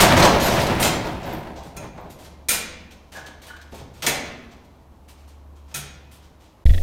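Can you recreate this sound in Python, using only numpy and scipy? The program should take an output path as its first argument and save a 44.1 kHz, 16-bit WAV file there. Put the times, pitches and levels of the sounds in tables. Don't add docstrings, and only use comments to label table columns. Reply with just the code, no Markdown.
import sys
import numpy as np
from scipy import signal
from scipy.io import wavfile
from scipy.ndimage import uniform_filter1d

SR = 44100
rng = np.random.default_rng(int(sys.argv[2]) if len(sys.argv) > 2 else 0)


def file_out(sig):
    cols = np.atleast_2d(sig).T
    lim = np.clip(cols, -1, 1)
    pcm = np.round(lim * 32767).astype(np.int16)
    wavfile.write(sys.argv[1], SR, pcm)


def amplitude_ratio(level_db):
    exponent = np.asarray(level_db, float) / 20
    return 10 ** exponent


N = 300762

# [t/s, level/dB]
DOOR_SHAKE = [(0.0, -11.5), (0.09, -15.5), (0.16, -13.5), (0.27, -17), (0.38, -20), (0.5, -22),
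              (0.57, -18.5), (0.66, -25.5), (0.79, -22), (0.9, -24.5), (1.19, -31), (1.3, -30),
              (1.55, -39.5), (1.71, -45), (1.83, -35), (1.94, -43.5), (2.03, -42), (2.12, -46)]
# [f/Hz, level/dB]
BOOM_SPECTRUM = [(8.8, -51), (15, -38), (34, -19.5), (59, -4), (92, -9), (172, -7.5), (200, -14),
                 (260, -34), (440, -120)]
# [f/Hz, width/Hz, level/dB]
SLAT_MODES = [(162, 120, -1), (250, 15, 3.5), (316.4, 27, 0), (401, 43, -1), (546, 73, -1), (679, 115, 0),
              (747, 77, 1.5), (913, 110, -6), (1069, 35, -5)]
# [f/Hz, level/dB]
CLATTER_SPECTRUM = [(500, -24.5), (1100, 0.5), (2000, -3.5), (4000, -12), (7000, -23.5), (10500, -26),
                    (16000, -30)]
# [t/s, blow level/dB, sheet thud over blow/dB, length/s]
CHAIN_SLAPS = [(0.002, -14.5, -3, 0.045), (0.166, -22, 5.5, 0.042), (0.199, -21.5, 3, 0.011),
               (0.225, -18, 10, 0.037), (0.25, -26.5, 1, 0.022), (0.398, -28.5, 2, 0.2),
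               (0.596, -34, 8, 0.045), (0.665, -27.5, 5.5, .012), (0.798, -29.5, -11, 0.037),
               (0.824, -21, 0, 0.064), (1.068, -44.5, 11, 0.015), (1.227, -45, 9.5, 0.028),
               (1.288, -49.5, 5, 0.025), (1.33, -46.5, 10, 0.014), (1.557, -48, 10, 0.051),
               (1.627, -54, -2, 0.077), (1.764, -41, -10.5, 0.014), (1.827, -52.5, 4, 0.019),
               (1.973, -52.5, 19, 0.011), (2.099, -50.5, -5.5, 0.035), (2.185, -52.5, -4, 0.061),
               (2.243, -50, 2, 0.034), (2.485, -23, -10, 0.071), (2.906, -49.5, 2, 0.035),
               (3.118, -46.5, 0, .07), (3.159, -51, 7.5, 0.053), (3.259, -45, 3, 0.0288),
               (3.415, -50, -1.5, 0.062), (3.464, -51.5, -5.5, 0.046), (3.562, -48.5, 5, .015),
               (3.61, -50, 2, 0.022), (3.717, -52, 6, 0.035), (3.74, -50.5, -3, 0.047),
               (3.779, -50.5, 6.5, 0.043), (3.933, -57.5, -1, 0.13), (4.021, -30, 0.5, 0.046),
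               (4.064, -17, -1.5, 0.016), (4.079, -28.5, -8.5, 0.036), (4.507, -55, 9, 0.033),
               (4.638, -64.5, -2.5, 0.0276), (5.079, -54, -5.5, 0.05), (5.175, -66.5, -6.5, 0.06),
               (5.273, -60, -5.5, 0.045), (5.553, -64, 0, 0.049), (5.677, -60, 2, 0.058),
               (5.71, -53.5, 7, .015), (5.741, -33, -8.5, 0.052), (6.11, -55.5, -8, 0.068),
               (6.218, -61.5, 0.5, .06), (6.399, -63.5, -2.5, 0.075)]
# [f/Hz, level/dB]
THUD_SPECTRUM = [(60, -36), (140, 5.5), (330, 1.5), (670, 6.5), (1100, 1.5), (1800, -39)]
# [f/Hz, level/dB]
BLOW_SPECTRUM = [(800, -31), (1250, 3.5), (2400, 4.5), (3800, 3.5), (4750, 1), (6300, 0.5), (7600, -4.5),
                 (12000, -29.5)]
# [f/Hz, level/dB]
TREBLE_SPECTRUM = [(4000, -41.5), (7500, 3), (9000, 15), (10500, 8), (12500, 11), (15500, 3),
                   (17000, -15.5)]
# [f/Hz, level/dB, t60/s]
RAIL_MODES = [(148, -17, .2), (178, -14, .2), (1355, -3, .09), (1560, -5, .05), (2090, -9, .07),
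              (2440, -6, .06), (2520, -2, .09), (2665, -8, .07), (3424, -7, .07), (4050, -8, .05),
              (5405, -7, .05), (6060, -1, .04), (6380, -2, .04), (6580, -1, .04), (6855, -5, .05),
              (8785, 4, .09), (12290, -11, .03), (12880, -12, .03), (14800, -13, .03)]
# [f/Hz, level/dB, t60/s]
LINK_MODES = [(4200, -8.5, .2), (4800, -5.5, .2), (5600, -1.5, 0.11), (6490, -10, 0.14), (7030, -7, 0.14),
              (8100, -10, .25), (9150, -13.5, 0.34), (9850, -0.5, .18), (10740, -8.5, .25), (11360, 0, .2),
              (12200, -4.5, .3), (12650, -4, .25), (13370, -4.5, .12), (15000, -8.5, 0.13)]
# [t/s, level/dB, length/s]
RAIL_BLOWS = [(1.768, -34.5, 0.018), (2.486, -21.5, 0.03), (4.066, -25.5, 0.026), (5.742, -26, 0.013)]
# [t/s, level/dB, length/s]
LINK_CLINKS = [(0.41, -32, 0.068), (0.605, -36, 0.029), (2.098, -44.5, 0.0068), (2.232, -53, 0.025),
               (3.71, -56.5, 0.0063), (4.03, -40, 0.032)]
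# [t/s, f/Hz, width/Hz, length/s, level/dB]
RESONANT_BURSTS = [(0.001, 7300, 59.2, .03, -28.5), (0.221, 4020, 200, 0.014, -18.5),
                   (0.236, 755, 250, 0.1, -21.5), (0.436, 12800, 120, .03, -42),
                   (0.826, 7240, 40.1, 0.037, -28), (1.055, 14000, 502, 0.058, -58.5),
                   (1.256, 13500, 497, 0.036, -50.5), (1.327, 13400, 500, 0.023, -44),
                   (1.378, 13800, 403, .03, -54), (1.977, 850, 598, .03, -36),
                   (2.004, 13800, 300, 0.021, -61.5), (3.147, 1657, 45, 0.051, -38),
                   (3.162, 1550, 60.1, 0.0945, -48.5), (3.249, 1680, 50, 0.013, -42),
                   (3.478, 1670, 71.7, 0.041, -49), (3.487, 3010, 100, .06, -53),
                   (3.5, 1455, 45, 0.013, -35.5), (3.534, 1580, 60, .04, -47),
                   (3.723, 450, 500, 0.035, -39), (3.797, 122, 30, .04, -40), (4.069, 2134, 602, .05, -26),
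                   (4.077, 710, 196.2, 0.075, -31), (5.754, 148, 30, 0.074, -43)]
# [f/Hz, t60/s]
GARAGE_DECAY = [(120, 1.9), (330, 1.39), (870, 0.71), (2300, 0.79), (6000, 0.55), (10000, 0.3),
                (15000, 0.24)]
# [t/s, f/Hz, signed push, t60/s]
MOUNT_WOBBLES = [(6.655, 14.2, 0.4, 1.3), (6.656, 62, 0.94, 0.18), (6.655, 140, 0.013, .1),
                 (6.691, 43, -0.91, .15), (6.707, 84.3, 0.33, 0.44)]
# [t/s, level/dB, length/s]
RATTLE_SHAKES = [(6.656, -37.5, 0.006), (6.661, -31.5, 0.0098), (6.693, -30, 0.0057), (6.701, -33.5, 0.01),
                 (6.735, -31, 0.0037), (6.742, -32, 0.01), (6.777, -33, .007)]
# [f/Hz, width/Hz, level/dB]
RATTLE_MODES = [(1780, 170, 0), (1900, 120, 5.5), (2700, 1300, -9), (3360, 130, 0.5), (3710, 500, -8)]
# [t/s, f/Hz, level/dB]
HUM_COURSE = [(1.84, 69.3, -47), (2.1, 70.0, -58), (2.3, 71.7, -46), (3.06, 73.3, -54), (3.84, 73.5, -45.5),
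              (3.87, 73.3, -53), (4.17, 75.2, -49), (4.77, 71.9, -54), (5.51, 71.9, -43),
              (6.39, 71.9, -52.5), (6.6, 77.4, -64.5)]
# [f/Hz, level/dB]
AIR_SPECTRUM = [(12, -32), (20, -13), (49, 0.5), (77, -2.5), (150, -8.5), (337, -9), (377, -14.5),
                (542, -13.5), (976, -15), (1810, -30.5), (4940, -42.5), (14700, -41.5), (16000, -49.5)]
# [f/Hz, level/dB]
SHOP_SPECTRUM = [(100, -11.5), (230, 4.5), (380, -7), (600, -2), (820, -12.5), (1000, -35.5), (1500, -31),
                 (1900, -22), (4500, -21.5), (15500, -27), (17000, -33)]

LOUD_DB, SETTLE_DB_PER_S = -17.5, 27.5
BOOM_DB, BOOM_FOLLOWS = -7, 0.87
CLATTER_DB, CLATTER_FOLLOWS = -4, 1.31
LUMP_DB, LUMP_S = 2, 0.029
RISE_S = 0.002
TREBLE_DB, DULLING = -7, 0.79
SHIVER_DB, SHIVER_RISE_S, SHIVER_T60_S = -16.5, 0.1, 0.89
SWAY_DB = -72
GARAGE_DB = -4
AIR_DB, SHOP_DB = -51, -37.5
CUT_S, SHOP_S = 6.644, 6.654
SIDE_DB, SIDE_HZ = -37, 9000


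def evened(x):
    return x / np.sqrt(np.mean(x ** 2) + 1e-20)


def read(points, hz):
    f, value = np.transpose(points)
    return np.interp(np.log(hz + 1), np.log(f + 1), value)


def filtered(x, taps):
    return signal.oaconvolve(x, taps / np.linalg.norm(taps))[:len(x)]


def colour(x, points):
    level_db = read(points, abs(np.fft.fftfreq(8192, 1 / SR)))
    log_gain = np.log(amplitude_ratio(np.maximum(level_db, -100)))
    spectrum = np.exp(log_gain - 1j * signal.hilbert(log_gain).imag)
    return filtered(x, np.fft.ifft(spectrum).real[:4096])


def resonate(x, peaks):
    t = np.arange(8192) / SR
    taps = np.zeros(len(t))
    for k, (hz, width_hz, db) in enumerate(peaks):
        decay = np.exp(-np.pi * width_hz * t)
        taps += (-1) ** k * amplitude_ratio(db) * width_hz * decay * np.sin(2 * np.pi * hz * t)
    return filtered(x, taps)


def ring(x, modes):
    t = np.arange(SR // 2) / SR
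    return filtered(x, sum(amplitude_ratio(db - 60 * t / t60) * np.sin(2 * np.pi * hz * t) for hz, db, t60 in modes))


def clicks(per_s, spread_db, hiss):
    size = amplitude_ratio(spread_db * np.minimum(rng.exponential(1, N), 4)) * rng.standard_normal(N)
    train = evened(size * (rng.random(N) < per_s / SR))
    return np.sqrt(1 - hiss) * train + np.sqrt(hiss) * rng.standard_normal(N)


def burst(start_s, length_s, rise_s):
    age = np.maximum(np.arange(N) / SR - start_s, 0)
    drop = np.exp(-np.minimum(age / max(length_s, 0.002), 9) ** 3)
    return np.minimum(age / rise_s, 1) * drop


def lumps():
    size = int(LUMP_S * SR)
    wander = uniform_filter1d(uniform_filter1d(rng.standard_normal(N), size), size)
    return amplitude_ratio(LUMP_DB * evened(wander))


def door():
    t = np.arange(N) / SR
    s, db = np.transpose(DOOR_SHAKE)
    settling_db = SETTLE_DB_PER_S * np.maximum(t - s[-1], 0)
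    shake_db = np.interp(t, s, db) - settling_db - LOUD_DB
    knocks = clicks(per_s=1500, spread_db=1.5, hiss=0.55) * lumps()
    boom = colour(rng.standard_normal(N), BOOM_SPECTRUM)
    boom *= amplitude_ratio(LOUD_DB + BOOM_DB + BOOM_FOLLOWS * shake_db)
    body = resonate(knocks, SLAT_MODES) * amplitude_ratio(LOUD_DB + shake_db)
    clatter = colour(knocks, CLATTER_SPECTRUM)
    clatter *= amplitude_ratio(LOUD_DB + CLATTER_DB + CLATTER_FOLLOWS * shake_db)
    return boom + body + clatter


def strikes(hits):
    return sum(amplitude_ratio(db) * burst(s, length_s, rise_s=0.00027) for s, db, length_s in hits)


def chain():
    blow, treble, thud, shiver = np.zeros((4, N))
    t = np.arange(N) / SR
    for s, db, thud_db, length_s in CHAIN_SLAPS:
        rise_s = RISE_S * amplitude_ratio(-0.4 * (db + 26))
        shower = burst(s, length_s, rise_s)
        blow += amplitude_ratio(db) * shower
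        treble += amplitude_ratio(db + TREBLE_DB - DULLING * thud_db) * shower
        thud += amplitude_ratio(db + thud_db) * burst(s, length_s + 0.0072, rise_s=0.029)
        age = np.maximum(t - s, 0)
        fading = amplitude_ratio(db + SHIVER_DB - 60 * age / SHIVER_T60_S)
        shiver = np.maximum(shiver, np.minimum(age / SHIVER_RISE_S, 1) * fading)
    blow += amplitude_ratio(SWAY_DB) * lumps()
    contacts = clicks(per_s=3000, spread_db=1.5, hiss=0.6)
    sheet = colour(blow * contacts, BLOW_SPECTRUM) + colour(thud * contacts, THUD_SPECTRUM)
    sheet += colour(treble * contacts, TREBLE_SPECTRUM)
    shivering = colour(shiver * lumps() * contacts, CLATTER_SPECTRUM)
    rail = ring(strikes(RAIL_BLOWS) * contacts, RAIL_MODES)
    links = ring(strikes(LINK_CLINKS) * contacts, LINK_MODES)
    return sheet + shivering + rail + links


def resonant_bursts():
    noise, out = rng.standard_normal(N), np.zeros(N)
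    for s, hz, width_hz, length_s, db in RESONANT_BURSTS:
        envelope = burst(s, length_s, rise_s=0.002)
        sound = resonate(noise * envelope, [(hz, width_hz, 0)])
        out += amplitude_ratio(db) * sound * np.linalg.norm(envelope) / np.linalg.norm(sound)
    return out


def garage(x):
    hz, t, z = signal.stft(rng.standard_normal(3 * SR // 2), SR, nperseg=256)
    decay = amplitude_ratio(-60 * t / read(GARAGE_DECAY, hz)[:, None])
    tail = signal.istft(z * decay, SR, nperseg=256)[1]
    tail *= np.clip(np.arange(len(tail)) / SR / 0.012, 0, 1)
    return x + amplitude_ratio(GARAGE_DB) * filtered(x, tail)


def bumps():
    t = np.arange(N) / SR
    out = np.zeros(N)
    for s, hz, push, t60 in MOUNT_WOBBLES:
        age = np.maximum(t - s, 0)
        onset = 1 - np.exp(-age / 0.00032)
        out += push * amplitude_ratio(-60 * age / t60) * np.sin(2 * np.pi * hz * age) * onset
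    return out


def rattles():
    shake = sum(amplitude_ratio(db - 1.5) * burst(s, length_s, rise_s=0.00091) for s, db, length_s in RATTLE_SHAKES)
    return resonate(shake * rng.standard_normal(N), RATTLE_MODES)


def hum():
    t = np.arange(N) / SR
    s, hz, db = np.transpose(HUM_COURSE)
    phase = 2 * np.pi * np.cumsum(np.interp(t, s, hz)) / SR
    return np.sqrt(2) * amplitude_ratio(np.interp(t, s, db)) * np.sin(phase)


def air():
    return amplitude_ratio(AIR_DB) * colour(rng.standard_normal(N), AIR_SPECTRUM)


def shop_hiss():
    return amplitude_ratio(SHOP_DB) * colour(rng.standard_normal(N), SHOP_SPECTRUM)


def scene():
    t = np.arange(N) / SR
    in_garage = door() + garage(chain() + resonant_bursts()) + hum() + air()
    in_shop = bumps() + rattles() + shop_hiss()
    garage_gate = np.clip((CUT_S - t) / 0.005, 0, 1)
    shop_gate = np.clip((t - SHOP_S) / 0.001, 0, 1)
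    mono = in_garage * garage_gate + in_shop * shop_gate
    return np.array([mono, mono])


def roll_off(x):
    return signal.sosfilt(signal.butter(12, 15900, fs=SR, output="sos"), x)


def record(dry):
    highpass = signal.butter(2, SIDE_HZ, "high", fs=SR, output="sos")
    side = signal.sosfilt(highpass, np.roll(dry[0], 300))
    wide = dry + amplitude_ratio(SIDE_DB) * np.array([side, -side])
    mix = 1.234 * np.tanh(wide / 1.348)
    return roll_off(mix)


dry = scene()
out = record(dry)
file_out(out)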